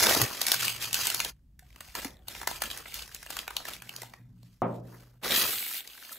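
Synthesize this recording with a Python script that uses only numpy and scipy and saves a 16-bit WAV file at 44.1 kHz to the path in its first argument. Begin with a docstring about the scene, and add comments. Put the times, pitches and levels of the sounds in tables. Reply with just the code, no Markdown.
"""Thin paper rustles and its folds snap as hands wrap a glass, press on a label and tuck in the ends.
The wrapped glass is set down on a desk with a dull knock, then a sheet of slit honeycomb paper is pulled open.
Paper is many tiny random slips, shaped by tone and loudness curves; knocks are fading tones and a dull boom.
Close stereo sound, in a slightly ringing room with a faint low rumble and a faint hiss."""
import sys
import numpy as np
from scipy import signal
from scipy.fft import rfft, irfft
from scipy.io import wavfile

SR = 44100
rng = np.random.default_rng(int(sys.argv[2]) if len(sys.argv) > 2 else 0)


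def waveform_to_disk(signal):
    """Save audio, clipped to [-1, 1], as 16-bit WAV at the path in sys.argv[1]."""
    frames = np.transpose(np.atleast_2d(signal))
    scaled = np.clip(frames, -1, 1) * 32767
    samples = np.round(scaled).astype(np.int16)
    wavfile.write(sys.argv[1], SR, samples)


N = 272538
TIME = np.arange(N) / SR

# ringing tones of the desk top: (pitch [Hz], relative level [dB], time to fade by 60 dB [s])
DESK_MODES = [(121, -23, 1.25), (176.49, -22.5, 0.73), (232.31, -26, 0.67), (288.51, -27, 0.22),
              (366, -11.5, 0.043), (392.55, -21.5, .3), (511.08, -30.5, .3), (724.25, -13, 0.088),
              (778, -15.5, 0.034), (1199.8, -7.5, 0.017)]
# tone of crinkling paper: (frequency [Hz], relative level [dB per Hz])
CRINKLE_TONE = [(300, -29), (800, -7), (1200, -3.5), (1900, 0.5), (2400, 1), (3300, 1), (4900, -0.5),
                (5900, 0), (10500, -6.5), (12500, -2.5), (15500, -9)]
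# tone of rubbing fingers and a fluttering sheet: (frequency [Hz], relative level [dB per Hz])
RUB_TONE = [(90, -12), (220, 0.5), (370, -1), (520, -1), (740, -2.5), (1050, -4), (1600, -2.5), (4000, -30)]
# tone of tearing slits and of skin hissing over paper: (frequency [Hz], relative level [dB per Hz])
TEAR_TONE = [(3000, -43), (6000, -14), (7500, -3), (10300, -2.5), (12200, 2), (14000, 4.5), (15500, -4.5)]

FIRM_GRIP_DB = -48   # crinkle level at which a grip counts as firm


def from_db(db):
    """Turns decibels into a plain multiplier."""
    return 10 ** (np.asarray(db) / 20)


def rms_one(x):
    """Scales a signal to an average strength (rms) of 1."""
    return x / np.sqrt(np.mean(x ** 2) + 1e-20)


def gains(rows, before_db=None):
    """Turns each dB column of a curve into a gain at every sample."""
    times, *columns = np.transpose(rows)
    return [from_db(np.interp(TIME, times, column, left=before_db)) for column in columns]


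def at_hz(points, hz):
    """Reads a curve at any frequency, with straight lines over log frequency."""
    table = np.array(points)
    return np.interp(np.log(hz + 1e-9), np.log(table[:, 0]), table[:, 1])


def convolve(x, impulse):
    """Lets every sample set off the given response, and keeps the length of the signal."""
    x, impulse = np.atleast_2d(x, impulse)
    return signal.oaconvolve(x, impulse, axes=-1)[:, :x.shape[-1]]


def response(spectrum, size=8192):
    """Makes an impulse response with the given spectrum that starts at once (minimum phase)."""
    level_db = at_hz(spectrum, np.fft.rfftfreq(size, 1 / SR))
    cepstrum = irfft(np.log(from_db(level_db)))
    # folding the second half onto the first leaves nothing ahead of time zero
    cepstrum[1:size // 2] *= 2
    cepstrum[size // 2 + 1:] = 0
    return irfft(np.exp(rfft(cepstrum)))


def colour(x, spectrum):
    """Gives white noise a tone and keeps its power."""
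    impulse = response(spectrum)
    return convolve(x, impulse / np.linalg.norm(impulse))


def add(out, s, sound):
    """Mixes a sound into the output from time s, cut off at the end."""
    start = max(0, round(s * SR))
    out[..., start:start + sound.shape[-1]] += sound[..., :max(0, N - start)]


def ring(hz, t60, t):
    """A pure tone that fades by 60 dB in t60 seconds."""
    return np.sin(2 * np.pi * hz * t) * from_db(-60 * t / t60)


def wander(per_s):
    """A random line of spread about 1 that takes per_s new values each second."""
    values = np.clip(rng.standard_normal(4096), -2, 2)
    return np.interp(TIME * per_s, np.arange(4096), values)


def grains(per_s, spread_db, clump_db, clump_hz, hiss):
    """Fibres slip at random, in clumps, over a smooth sliding hiss; white, rms 1; middle and side."""
    born = np.flatnonzero(rng.random(N) < per_s / SR)
    sizes = from_db(spread_db * np.minimum(rng.exponential(1, len(born)), 4))
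    slips = np.zeros((2, N))
    slips[:, born] = sizes * np.sign(rng.random((2, len(born))) - .5)
    clumps = from_db(clump_db * wander(clump_hz))
    smooth = hiss * rng.standard_normal((2, N))
    return rms_one(clumps * (rms_one(slips) + smooth))


def strokes(rows, attack_s, sag_db_per_s, slows_per_db=0):
    """Each stroke swells (a light one can swell more slowly), sags and fades; one gain curve per dB column."""
    coarse, power = TIME[::32], 0
    for s, held_s, fade_s, *levels_db in rows:
        t = np.maximum(coarse - s, 0)
        lighter_db = max(FIRM_GRIP_DB - levels_db[0], 0)
        swell = np.minimum(t / (attack_s * np.exp(slows_per_db * lighter_db)), 1)
        sag_db = sag_db_per_s * (t - held_s / 2)   # zero halfway through the hold
        fade_db = 20 * np.maximum(t - held_s, 0) / fade_s
        shape = swell * from_db(-sag_db - fade_db)
        power = power + np.outer(from_db(levels_db), shape) ** 2
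    return [np.interp(TIME, coarse, np.sqrt(p + 1e-18)) for p in power]


def room_tail(swell_s, size=SR):
    """Diffuse echoes that build up and die away band by band; middle and side."""
    # how long the room rings: (frequency [Hz], time to fade by 60 dB [s])
    room_t60 = [(120, 0.71), (300, 0.8019), (800, 0.41034), (2500, 0.25), (7000, 0.23), (15000, 0.14)]
    t, tail = TIME[:size], 0
    edges = np.geomspace(60, 19000, 13)
    for low, high in zip(edges, edges[1:]):
        band_filter = signal.butter(2, [low, high], "band", fs=SR, output="sos")
        band = signal.sosfilt(band_filter, rng.standard_normal((2, size)))
        t60 = at_hz(room_t60, np.sqrt(low * high))
        tail = tail + band * from_db(-60 * t / t60)
    return tail * (1 - np.exp(-t / swell_s))


def room(x, wet_db, thin_hz=700):
    """Small paper surfaces throw little bass into the room, so its echoes are thinned below thin_hz."""
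    tail = signal.lfilter(*signal.butter(1, thin_hz, "high", fs=SR), room_tail(swell_s=0.0013))
    return from_db(wet_db) * convolve(x[0], tail / np.linalg.norm(tail[0]))


def glances(x, strength, per_s, near_s=.0002, far_s=.003, count=4):
    """Treble glances off the moving hands and paper: short echoes that come and go and shift its colour."""
    treble = signal.lfilter(*signal.butter(1, 1000, "high", fs=SR), x)
    out, power = x.copy(), 1
    for lag_s in np.geomspace(near_s, far_s, count) * rng.uniform(.8, 1.25, count):
        share = strength * wander(per_s)
        out += share * np.roll(treble, int(lag_s * SR), axis=-1)
        power = power + share ** 2
    return out / np.sqrt(power)   # evens out the loudness


def room_rumble():
    """Low noise of the room, with a slowly changing level."""
    # loudness of the rumble: (time [s], level [dB])
    rumble_level = [(0, -66.5), (1.5, -58), (2.3, -54), (3.6, -58.5), (3.9, -67.5), (4.5, -64.5),
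                    (5.35, -62), (5.7, -74)]
    # tone of the rumble: (frequency [Hz], relative level [dB per Hz])
    rumble_tone = [(20, -22), (38, -12), (51, 0), (68, -8), (95, -16), (125, -13), (170, -19), (280, -27),
                   (450, -46), (1500, -55), (13000, -60)]
    return gains(rumble_level)[0] * colour(rng.standard_normal((2, N)), rumble_tone)


def desk_drone():
    """The arms lean on the desk and its three lowest modes drone: noise through narrow filters."""
    # the arms lean: (time [s], held for [s], added fade takes 20 dB in [s], level at mid-hold [dB])
    leans = [(0.52, .77, .08, -55), (3.72, 0.4218, 0.1374, -58.5), (4.17, 0.3021, .2, -54)]
    drone_q, step_db = 6, -5   # sharpness of each mode; each higher mode is this much weaker
    white = rng.standard_normal((2, N))
    drone = 0
    for k, (hz, _, _) in enumerate(DESK_MODES[:3]):
        mode = signal.iirpeak(hz, drone_q, fs=SR)
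        tone = signal.lfilter(*mode, signal.lfilter(*mode, white))
        drone = drone + from_db(step_db * k) * rms_one(tone)
    return strokes(leans, attack_s=.05, sag_db_per_s=2.5)[0] * rms_one(drone)


def desk_rubs():
    """The glass, hands and sheet rub on the desk: low noise in strokes."""
    # the rubs: (time [s], held for [s], added fade takes 20 dB in [s], level at mid-hold [dB])
    desk_strokes = [(-0.02, .19, 0.0614, -45), (0.18, .068, 0.0087, -30.5), (0.55, .74, 0.0009, -61),
                    (5.28, 0.1649, 0.2329, -52.5)]
    # tone of the rubbing: (frequency [Hz], relative level [dB per Hz])
    desk_tone = [(35, -24), (75, -7), (110, 3.5), (160, -12), (230, -13), (420, -7), (700, -30.5),
                 (3000, -76.5)]
    rubbing = strokes(desk_strokes, attack_s=0.023, sag_db_per_s=3.5)[0]
    return rubbing * colour(rng.standard_normal((2, N)), desk_tone)


def knocks_and_faint_tones():
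    """A knock or faint tone: a tick and a fading tone, the modes of the desk top and a dull boom round the room."""
    # soft blows on glass and desk, and three faint tones near 750 Hz, like a finger squeak or the hollow
    # glass ringing: (time [s], relative level [dB], pitch [Hz], time to fade by 60 dB [s],
    # desk against the tone [dB])
    tone_rows = [(0.171, -16.5, 359.6, 0.012555, -25.5), (1.624, -55.5, 731.8, .1, -40.5),
                 (1.881, -51, 754.7, 0.04818, -42.5), (2.053, -28, 277.7, 0.05291, -9),
                 (2.195, -62, 754, 0.18, -38.5), (4.6191, -15, 600, 0.01495, 5.5)]
    # tone of the boom: (frequency [Hz], relative level [dB per Hz])
    boom_tone = [(70, -34.5), (120, -11), (220, -6), (400, -10.5), (550, -5), (800, -7.5), (1300, -12.5),
                 (1550, -22.5), (2300, -27), (3500, -40), (5000, -64)]
    boom_db, tick_db = -18.5, -32   # boom against the desk share; tick against the level of its row
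    t = TIME[:2 * SR]
    desk = 0
    for k, (hz, db, t60) in enumerate(DESK_MODES):
        desk = desk + from_db(db) * ring(hz, t60, t) * (-1) ** k   # every other mode starts downwards
    boom = from_db(boom_db) * colour(room_tail(swell_s=.005), boom_tone)
    tick_noise = rng.standard_normal((2, SR)) * np.exp(-t[:SR] / .002)
    tick = from_db(tick_db) * colour(tick_noise, CRINKLE_TONE)
    direct, diffuse = np.zeros((2, 2, N))
    for s, db, hz, t60, desk_db in tone_rows:
        tone = ring(hz, t60, t)
        add(direct[0], s, from_db(db) * (tone + from_db(desk_db) * desk))   # middle only
        add(diffuse, s, from_db(db) * (tick + from_db(desk_db) * boom))
    soften = signal.butter(2, [85, 1800], "band", fs=SR, output="sos")
    return signal.sosfilt(soften, direct) + diffuse


def folds(rows, fall_s, flap_q, uneven_db, push_db, flap_db, crack_db, rise_s=.0009):
    """A fold gives way in a short avalanche of slips that cracks, rings the flap beside it and pushes the sheet."""
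    # tone of the pushed sheet: (frequency [Hz], relative level [dB per Hz])
    push_tone = [(80, -20), (250, -11.5), (380, -2), (520, -4), (750, 1.5), (1100, 0), (2000, -26.5),
                 (6000, -82.5)]
    # tone of the crack: (frequency [Hz], relative level [dB per Hz])
    crack_tone = [(1500, -30.5), (3500, -3), (4200, 0.5), (4900, -4), (5900, 0.5), (10500, -2.5),
                  (12500, 0), (15500, -5.5)]
    build_s, loudness_s = .0023, 0.004118   # first slip to snap; time over which a burst's energy counts
    middle_hz, big_flap_slows = 2398, .4   # a lower flap gives way more slowly: power of its period
    t = np.arange(-256, 768) / SR   # the snap is at zero
    push, flap, crack = np.zeros((3, 2, N))
    sheet_band = signal.butter(2, 1300, fs=SR)
    flap_band = signal.butter(1, [900, 5000], "band", fs=SR)
    for s, level_db, low_db, high_db, hz in rows:
        speed = (hz / middle_hz) ** big_flap_slows
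        avalanche = np.exp(np.minimum(t / rise_s, -t / fall_s) * speed)
        steps = np.repeat(rng.standard_normal(len(t) // 8), 8)   # a new slip size every 8 samples
        sizes = from_db(uneven_db * np.clip(steps, -2, 2))
        slips = rng.standard_normal((3, 2, len(t))) * avalanche * sizes   # three parts, middle and side
        dull = signal.lfilter(*sheet_band, slips[0])
        rung = signal.lfilter(*signal.iirpeak(hz, flap_q, fs=SR), slips[1])
        rung = signal.lfilter(*flap_band, rung)
        for out, burst, db in ((push, dull, low_db), (flap, rung, 0), (crack, slips[2], high_db)):
            energy = np.sum(burst ** 2, axis=1, keepdims=True)
            even = burst / np.sqrt(energy / (loudness_s * SR))
            add(out, s + build_s + t[0], from_db(level_db + db) * even)
    pushed = from_db(push_db) * convolve(push, response(push_tone))
    return pushed + from_db(flap_db) * flap + from_db(crack_db) * colour(crack, crack_tone)


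def creases(level, from_s, until_s, count):
    """Lesser creases snap at loose intervals while paper is worked, louder when it is worked harder."""
    follows, spread_db = .7, 5.5   # dB per dB of working level; chance adds up to this much either way
    low_hz, high_hz = 1277.2, 3800   # range of flap pitches
    when, size, pitch = rng.random((count, 3)).T
    times = from_s + (np.arange(count) + when) / count * (until_s - from_s)
    working_db = 20 * np.log10(np.interp(times, TIME, level))
    levels_db = FIRM_GRIP_DB + follows * (working_db - FIRM_GRIP_DB) + spread_db * (2 * size - 1)
    flaps_hz = low_hz * (high_hz / low_hz) ** pitch
    rows = [(s, db, 0, 0, hz) for s, db, hz in zip(times, levels_db, flaps_hz)]
    return folds(rows, fall_s=.0013, flap_q=7.0, uneven_db=4.0, push_db=-9, flap_db=1, crack_db=-3.5)


def honeycomb():
    """Thousands of slits open: their ends tear, the cells pop up and the whole sheet flutters."""
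    # the sheet is pulled open:
    # (time [s], relative flutter level [dB], relative popping level [dB], relative tearing level [dB])
    mesh = [(5.215, -68, -68.5, -71), (5.223, -64, -66.5, -68.5), (5.233, -47.5, -43, -48.5),
            (5.247, -41.5, -35, -40), (5.295, -44.5, -37, -40.5), (5.305, -37.5, -28.5, -35),
            (5.393, -42, -26.5, -27), (5.439, -40, -29.5, -34), (5.453, -44, -34, -31),
            (5.643, -61.5, -42, -38.5), (5.781, -63.5, -41, -38.5), (5.831, -69.5, -58, -57.5),
            (6.111, -64.5, -50.5, -52.5), (6.121, -63, -54, -42), (6.18, -61.5, -57.5, -55.5)]
    # tone of the popping cells: (frequency [Hz], relative level [dB per Hz])
    pop_tone = [(500, -39.5), (1200, -10), (1900, -3), (2700, -1), (3900, 1), (5000, -5.5), (6200, -5.5),
                (9000, -14.5)]
    flutter, pop, tear = gains(mesh, before_db=-120)
    sheet_grains = grains(1500, spread_db=2.0, clump_db=3.0, clump_hz=149.2, hiss=.3)
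    cell_grains = grains(1800, spread_db=2.8, clump_db=2.6, clump_hz=300, hiss=.45)
    slit_grains = grains(6000, spread_db=1.5, clump_db=1.5, clump_hz=412.52, hiss=0.52)
    sheet = from_db(3.5) * colour(flutter * sheet_grains, RUB_TONE)
    cells = from_db(0.1832) * colour(pop * cell_grains, pop_tone)
    slits = from_db(0.8438) * colour(tear * slit_grains, TEAR_TONE)
    buckles = creases(pop, from_s=5.24, until_s=6.17, count=28)
    return sheet + cells + slits + buckles


def wrapper():
    """Small wrinkles crinkle, with a sharp tick now and then, while the fingers slide over the paper."""
    # the fingers take hold of the wrapper and squeeze: (time [s], held for [s], added fade takes 20 dB in [s],
    # relative crinkle level at mid-hold [dB], relative finger rub level at mid-hold [dB])
    grips = [(-0.02, 0.08962, 0.1329, -24.5, -30), (0.075, 0.16452, 0.0452, -30, -31),
             (0.25, 0.13723, 0.2579, -40.5, -43.5), (0.398, 0.02705, 0.0894, -33, -44.5),
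             (0.462, 0.07647, 0.1272, -31.5, -47), (0.58, 0.11896, 0.1289, -33.5, -44),
             (0.73, 0.19563, 0.1422, -46, -52), (0.805, 0.03227, 0.1063, -33.5, -51),
             (0.928, 0.15017, 0.146, -32.5, -48.5), (1.09, 0.09894, 0.1187, -36.5, -55),
             (1.2, 0.09106, 0.0425, -43, -47), (1.585, 0.2215, 0.3051, -65.5, -67),
             (1.77, 0.2706, 0.0339, -58.5, -67.5), (1.942, 0.10595, 0.086, -44.5, -45),
             (2.11, 0.21, 0.0751, -69.5, -62), (2.268, 0.15753, 0.0656, -48.5, -51),
             (2.466, 0.07452, 0.1561, -44, -46.5), (2.602, 0.0609, 0.1561, -44, -42),
             (2.68, 0.11917, 0.1249, -48.5, -49.5), (2.85, 0.07363, 0.1606, -50, -54),
             (2.93, 0.07389, 0.1193, -43.5, -54), (3.07, 0.2394, 0.0149, -55.5, -64),
             (3.285, 0.11914, 0.1168, -47, -49), (3.48, 0.23, 0.1572, -56.5, -57),
             (3.645, 0.0956, 0.0989, -47, -53.5), (3.78, 0.1128, 0.1326, -58.5, -58),
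             (3.885, 0.15393, 0.1543, -54, -53), (4.06, 0.093, 0.2829, -69.5, -63.5),
             (4.32, .2, 0.1987, -67.5, -76), (4.625, 0.13543, 0.0673, -63.5, -73),
             (4.81, 0.21439, 0.1873, -63, -57)]
    # a lighter grip swells more slowly: its attack grows by exp(slows_per_db) for each dB below firm
    crinkle, rub = strokes(grips, attack_s=0.021482, sag_db_per_s=14, slows_per_db=0.1245)
    ticks = .3 * grains(90, spread_db=2.5, clump_db=0, clump_hz=1, hiss=0)
    tiny = grains(2500, spread_db=1.0, clump_db=3.2, clump_hz=200, hiss=0.7)
    wrinkles = from_db(0.5) * colour(crinkle * (ticks + tiny), CRINKLE_TONE)
    sliding = rub * grains(900, spread_db=0.5, clump_db=5.0, clump_hz=121.78, hiss=1.0)
    finger_rub = from_db(-2.5) * colour(sliding, RUB_TONE)
    skin_hiss = from_db(-10) * colour(sliding, TEAR_TONE)
    snaps = creases(crinkle, from_s=0, until_s=4.1, count=130)
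    return wrinkles + finger_rub + skin_hiss + snaps


def clear_folds():
    """The clearest folds of the paper snap through, each at its own time and flap pitch."""
    # the folds: (time [s], relative level [dB], push of the sheet against that level [dB],
    # crack against that level [dB], flap pitch [Hz])
    fold_rows = [(0.036, -7, -23.5, -14.5, 1944), (0.066, -2, -24.5, -20.5, 3162),
                 (0.093, -11, -20.5, -15.5, 3254), (0.108, -10.5, -16, -18.5, 1959),
                 (0.147, -9.5, -21, -17, 3944), (0.214, -9.5, -22.5, -7, 2095),
                 (0.414, -11, -28.5, -11.5, 3795), (0.465, -13.5, -44.5, -8, 2168),
                 (0.481, -12.5, -29, -12, 3316), (0.516, -2.5, -30.5, -14.5, 3678),
                 (0.541, -11.5, -24.5, -12, 2703), (0.651, -14, -32, -14, 4384),
                 (0.679, -11, -31.5, -15.5, 2582), (0.839, -19, -36, -19.5, 2840),
                 (0.928, -17, -32, -8, 3491), (0.941, -11, -33, -9, 2882), (1.068, -16, -25.5, -6, 3047),
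                 (1.099, -13, -26.5, -13, 3760), (1.144, -20, -22, -2, 3460), (1.2, -6, -35.5, -18.5, 2452),
                 (1.246, -14, -27.5, -15, 3230), (1.591, -37, -30.5, -12, 1780),
                 (1.759, -37, -16.5, -15, 2420), (1.805, -25, -22.5, -14.5, 1410),
                 (1.95, -17, -20.5, -13.5, 1859), (2.045, -19, -21, -14, 1919),
                 (2.281, -22.5, -22.5, -10.5, 3841), (2.348, -23.5, -25, -32.5, 2543),
                 (2.413, -20, -23, -20, 1017), (2.429, -24.5, -18, -18, 1480),
                 (2.472, -9.5, -19, -15, 1662), (2.511, -23.5, -12.5, -16, 3623),
                 (2.618, -11.5, -20.5, -12.5, 1687), (2.635, -16.5, -31, -12.5, 1589),
                 (2.7, -21.5, -31.5, -21.5, 3474), (2.711, -18.5, -30.5, -19.5, 3462),
                 (2.773, -25, -29.5, -10.5, 1873), (2.856, -25, -19.5, -34.5, 1780),
                 (2.94, -23.5, -43.5, -7, 3913), (3.019, -28.5, -29, -21.5, 4223),
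                 (3.076, -34, -22, -13, 2430), (3.145, -28.5, -25.5, -6.5, 4507),
                 (3.227, -28, -31.5, -14.5, 1655), (3.261, -27, -21, -16, 1734),
                 (3.302, -24.5, -15, -9, 1101), (3.366, -19.5, -28.5, -13.5, 1390),
                 (3.388, -14.5, -37, -20, 3208), (3.477, -17, -20, -19, 1713),
                 (3.504, -20.5, -21, -21.5, 1139), (3.565, -10, -34, -18.5, 3431),
                 (3.6, -29, -18.5, -18, 1250), (3.651, -20.5, -25, -18.5, 1763),
                 (3.683, -21, -21.5, -16, 1460), (3.733, -25.5, -29, -16.5, 3499),
                 (3.819, -24.5, -27, -17.5, 1639), (3.891, -22, -33, -18.5, 2894),
                 (3.961, -24.5, -38.5, -11, 4480), (4.017, -27, -19.5, -10, 1910),
                 (4.03, -29.5, -15.5, -13.5, 1000), (4.135, -27.5, -19.5, -26.5, 2037),
                 (4.429, -45.5, -16, -14, 4400), (5.233, -23, -20.5, -21, 2628),
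                 (5.873, -27.5, -29.5, -15.5, 3960), (6.126, -35.5, -22, -5.5, 1881)]
    return folds(fold_rows, fall_s=0.0018989, flap_q=4.0, uneven_db=3.5,
                 push_db=4.0, flap_db=-16.5, crack_db=-1.0)


def scene():
    """Paper, glass and desk in the room, spread between left and right."""
    # the level of the paper sounds and echoes drops abruptly, then returns: (time [s], level [dB])
    level_drop = [(1.303, 0), (1.335, -20), (1.55, -20), (1.585, 0)]
    # side against middle: (frequency [Hz], level [dB])
    width = [(100, -26), (320, -8.5), (780, -1.5), (1150, -6.5), (1900, -24), (2700, -2), (3800, -8),
             (5000, 1), (6500, -16), (9000, -1.5), (11000, -4), (12800, -8), (15000, -9)]
    low_sounds = room_rumble() + desk_drone() + desk_rubs()
    knocks = knocks_and_faint_tones()
    rustle = honeycomb() + wrapper()
    snaps = clear_folds()
    echoes = room(snaps + from_db(-7.5) * rustle, wet_db=-10.0)
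    paper = glances(snaps + rustle + echoes, strength=.3, per_s=22)
    mid, side = gains(level_drop)[0] * paper + knocks + low_sounds
    side = convolve(side, response(width))[0]
    return np.array([mid + side, mid - side])   # left and right


def record(dry):
    """The microphone adds a faint hiss; the top is cut steeply."""
    # tone of the microphone hiss: (frequency [Hz], relative level [dB per Hz])
    mic_tone = [(300, 8.5), (1500, -5), (10500, -7), (12500, 0), (15500, -2)]
    hiss = from_db(-84.5) * colour(rng.standard_normal((2, N)), mic_tone)
    top_cut = signal.ellip(12, .1, 80, 15700, fs=SR, output="sos")   # cutoff in Hz
    return signal.sosfilt(top_cut, dry + hiss)


dry = scene()
out = record(dry)
waveform_to_disk(out)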